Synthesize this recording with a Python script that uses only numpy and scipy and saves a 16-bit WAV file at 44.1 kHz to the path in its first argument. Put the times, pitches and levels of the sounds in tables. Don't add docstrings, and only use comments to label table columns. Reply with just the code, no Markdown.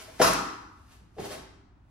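import sys
import numpy as np
from scipy import signal
from scipy.fft import rfft, irfft, next_fast_len
from scipy.io import wavfile

SR = 44100
rng = np.random.default_rng(int(sys.argv[2]) if len(sys.argv) > 2 else 0)


def put_to_file(sound):
    columns = np.atleast_2d(sound).T
    safe = np.clip(columns, -1, 1)
    whole_steps = np.round(safe * 32767)
    wavfile.write(sys.argv[1], SR, whole_steps.astype(np.int16))


N = 83790


def amp(db):
    return 10 ** (np.asarray(db) / 20)


def along(points, hz):
    f, v = np.transpose(points)
    return np.interp(np.log(hz + 1), np.log(f + 1), v)


def unit(x):
    return x / np.sqrt(np.mean(x ** 2) + 1e-20)


def filtered(x, response):
    size = next_fast_len(x.shape[-1] + SR // 4)
    spectrum = rfft(x, size) * response(np.fft.rfftfreq(size, 1 / SR))
    return irfft(spectrum, size)[..., :x.shape[-1]]


def spectral_gain(colour, tilt_db, hz):
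    return amp(along(colour, hz) + tilt_db * np.log2(np.maximum(hz, 100)))


def coloured(x, colour):
    return unit(filtered(x, lambda hz: spectral_gain(colour, 0, hz)))


def diffuse(size):
    # (frequency [Hz], correlation [-1 to 1])
    likeness = [(60, .95), (130, 0.82), (290, 0.86), (640, -0.0042), (1400, 0.081), (7000, 0.18),
                (15000, -0.75)]
    correlation = np.clip(along(likeness, np.fft.rfftfreq(size, 1 / SR)), -.99, .99)
    turn = np.arccos(correlation) / 2
    spectra = rfft(rng.standard_normal((2, size))) * [np.cos(turn), np.sin(turn)]
    mid, side = irfft(spectra, size)
    return np.array([mid + side, mid - side])


def fade(t, t60):
    return np.exp(-np.log(1000) * t / t60)


def blow(start, attack, t60, size=N):
    t = np.maximum(np.arange(size) / SR - start, 0)
    return (1 - np.exp(-t / attack)) * fade(t, t60)


def ventilation_rumble():
    # (frequency [Hz], level [dB])
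    rumble_colour = [(20, -16), (35, -9.5), (58, 3.5), (80, -3), (102, -1), (140, -11.5), (290, -12.5),
                     (450, -29), (800, -22.5), (1500, -29.5), (3000, -40), (6000, -50.5), (15000, -65)]
    return amp(-57) * coloured(diffuse(size=N), rumble_colour)


def floor_boom():
    # (time [s], level of the decay without its slow rise [dB], t60 [s])
    booms = [(0.214, -32, 0.68), (0.601, -40, 0.42), (1.376, -38.5, 0.37), (1.781, -42.5, 0.41)]
    mode_hz, attack_s = 49.7, 0.095
    t = np.arange(N) / SR
    out = np.zeros(N)
    for s, db, t60 in booms:
        out += amp(db) * blow(s, attack_s, t60) * np.sin(2 * np.pi * mode_hz * (t - s))
    return out


def room(x):
    # (frequency [Hz], t60 [s])
    decay_times = [(60, 0.2), (160, 0.9), (230, 0.83), (330, 0.96), (570, 0.34), (850, 0.88), (1050, 0.86),
                   (1250, 0.97), (1600, 0.81), (3500, 0.67), (5300, 0.66), (8000, 0.55), (11000, 0.38),
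                   (14000, 0.33)]
    tail_db, early_db = 2.5, 0
    early_t60_s, first_wall_s = .09, 0.0025
    noise = diffuse(size=SR)
    hz, t, bands = signal.stft(noise, SR, nperseg=512)
    bands = bands * fade(t, along(decay_times, hz)[:, None])
    tail = signal.istft(bands, SR, nperseg=512)[1][:, :SR]
    tail *= 1 - np.exp(-np.arange(SR) / SR / first_wall_s)
    early = noise[:, ::-1] * blow(first_wall_s, 0.00035, early_t60_s, size=SR)
    answer = (amp(tail_db) * unit(tail) + amp(early_db) * unit(early)) / np.sqrt(SR)
    answer[:, 0] += 1
    return signal.fftconvolve(x[None], answer, axes=1)[:, :N]


def standing_waves(hz):
    # (frequency [Hz], width [Hz], lift [dB])
    modes = [(401.7, 9.6, 8), (511, 20, 4), (597, 11, 4), (641, 25, 8), (790, 29, 4), (1109, 12, 5.5),
             (1314, 10, 1.5), (1590, 13, 4), (4888, 98, 1)]
    response = 1
    for centre, width, db in modes:
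        damping = 1j * hz * width
        response = response + (amp(db) - 1) * damping / (centre * centre - hz * hz + damping)
    return response


def placing(hz):
    # (frequency [Hz], left minus right level [dB])
    lean = [(100, -1), (600, 0.6), (1300, 1), (4400, 2.5), (9000, 1.1), (15000, 0)]
    left_lag_s = .000045
    levels = amp(np.outer([.5, -.5], along(lean, hz)))
    return levels * np.exp(np.outer([-1j, 1j], np.pi * hz * left_lag_s))


def pulse(colour, tilt_db):
    size = 4096
    hz = np.fft.rfftfreq(size, 1 / SR)
    cepstrum = irfft(np.log(spectral_gain(colour, tilt_db, hz)))
    cepstrum[1:size // 2] *= 2
    cepstrum[size // 2:] = 0
    shape = irfft(np.exp(rfft(cepstrum)))
    return shape / np.linalg.norm(shape)


def hits(table, colour, attack):
    pulse_share = .15
    out = np.zeros((2, N))
    for s, db, t60, tilt in table:
        push = pulse(colour, tilt)
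        envelope = blow(0, attack, t60, size=len(push))
        noise = envelope * rng.standard_normal(len(push))
        flutter = signal.fftconvolve(noise, push)[:len(push)]
        flutter /= np.linalg.norm(flutter)
        burst = np.sqrt(1 - pulse_share) * flutter - np.sqrt(pulse_share) * push
        start = round(s * SR)
        sound = room(amp(db) * np.linalg.norm(envelope) * burst)[:, :N - start]
        out[:, start:start + sound.shape[1]] += sound
    return out


def foam_thuds():
    # (time [s], level [dB], t60 [s], treble tilt [dB per octave])
    thuds = [(.216, -29, 0.1, -1.5), (1.006, -49.5, 0.047, 3), (1.195, -38.5, 0.085, -8.5),
             (1.405, -53, 0.047, 2)]
    # (frequency [Hz], level [dB])
    thud_colour = [(40, -24.5), (90, -7.5), (170, 3.5), (240, -11), (320, 1), (450, -10.5), (800, -27.5),
                   (2000, -50.5), (15000, -89)]
    return hits(thuds, thud_colour, attack=0.0045)


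def footsteps():
    # (time [s], level [dB], t60 [s], treble tilt [dB per octave])
    steps = [(.079, -42.5, 0.03, 1.5), (.1975, -22, 0.029, 2.5), (.2012, -16.5, 0.071, -0.5),
             (1.167, -47.5, 0.075, -3.5), (1.1835, -30.5, 0.034, -1), (1.194, -31.5, 0.034, -2),
             (1.243, -41, 0.053, -2), (1.308, -42.5, 0.15, 0)]
    # (frequency [Hz], level [dB])
    step_colour = [(40, -21.5), (110, -11.5), (220, -10.5), (350, -5), (520, -3.5), (680, -3.5),
                   (880, -10.5), (1100, -21), (2000, -22.5), (4000, -31), (8000, -41.5), (15000, -52)]
    return hits(steps, step_colour, attack=0.00095)


def swishes():
    # (time of peak [s], level [dB], rise over 20 dB [s], fall over 20 dB [s])
    motions = [(-.01, -46, .1, 0.1061), (0.134, -60.5, 0.12, 0.56), (0.199, -38, .015, 0.025),
               (0.299, -42.5, 0.032, 0.1715), (.78, -75, 0.15, 0.4), (.925, -63.5, 0.13, 0.07),
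               (1.203, -47, 0.02, 0.01), (1.252, -43.5, .06, 0.0158), (1.322, -45.5, .1, 0.0436),
               (1.89, -85, .15, -4.18)]
    # (frequency [Hz], level [dB])
    swish_colour = [(100, -15.5), (300, 2.5), (520, -7.5), (900, -2.5), (1500, -3.5), (2800, -6),
                    (6000, -8.5), (8300, -12), (10500, -11.5), (13000, -16), (15500, -23.5)]
    creases_per_s, crease_share = 1500, .55
    t = np.arange(N) / SR
    power = np.zeros(N)
    for s, db, rise, fall in motions:
        drop_db = 20 * np.maximum((s - t) / rise, (t - s) / fall)
        power += amp(db - drop_db) ** 2
    creases = unit(rng.standard_normal(N) * (rng.random(N) < creases_per_s / SR))
    rubbing = rng.standard_normal(N)
    friction = np.sqrt(crease_share) * creases + np.sqrt(1 - crease_share) * rubbing
    return room(np.sqrt(power) * coloured(friction, swish_colour))


def hem_flick():
    # (frequency [Hz], level [dB])
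    flick_colour = [(500, -34.5), (4000, -10), (7000, -1.5), (11800, -1), (14000, -15), (15500, -31)]
    envelope = blow(start=.333, attack=0.0022, t60=.018)
    return amp(-19) * envelope * coloured(rng.standard_normal((2, N)), flick_colour)


def cloth_snaps():
    # (time [s], level [dB], t60 [s], treble tilt [dB per octave])
    snaps = [(.2155, -14.5, 0.049, -0.52), (.222, -22.5, 0.04, 0), (.2258, -13.5, 0.011, 3.4),
             (.24, -19, 0.068, -.5), (.267, -18, 0.049, 0)]
    # (frequency [Hz], level [dB])
    snap_colour = [(50, -14), (110, -12), (180, -3), (300, -14.5), (480, -6.5), (720, -1), (1000, 0),
                   (1300, 3.5), (1700, -7), (2300, -9.5), (3500, -12), (5200, -8), (7000, -14), (8500, -19),
                   (10200, -12.5), (12500, -20.5), (15500, -29.5)]
    return hits(snaps, snap_colour, attack=.0006)


def scene():
    cloth = cloth_snaps() + hem_flick() + swishes()
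    feet = footsteps() + foam_thuds()
    moves = filtered(cloth + feet, lambda hz: standing_waves(hz) * placing(hz))
    return moves + floor_boom() + ventilation_rumble()


def record(dry):
    return filtered(dry, lambda hz: hz < 15750)


dry = scene()
out = record(dry)
put_to_file(out)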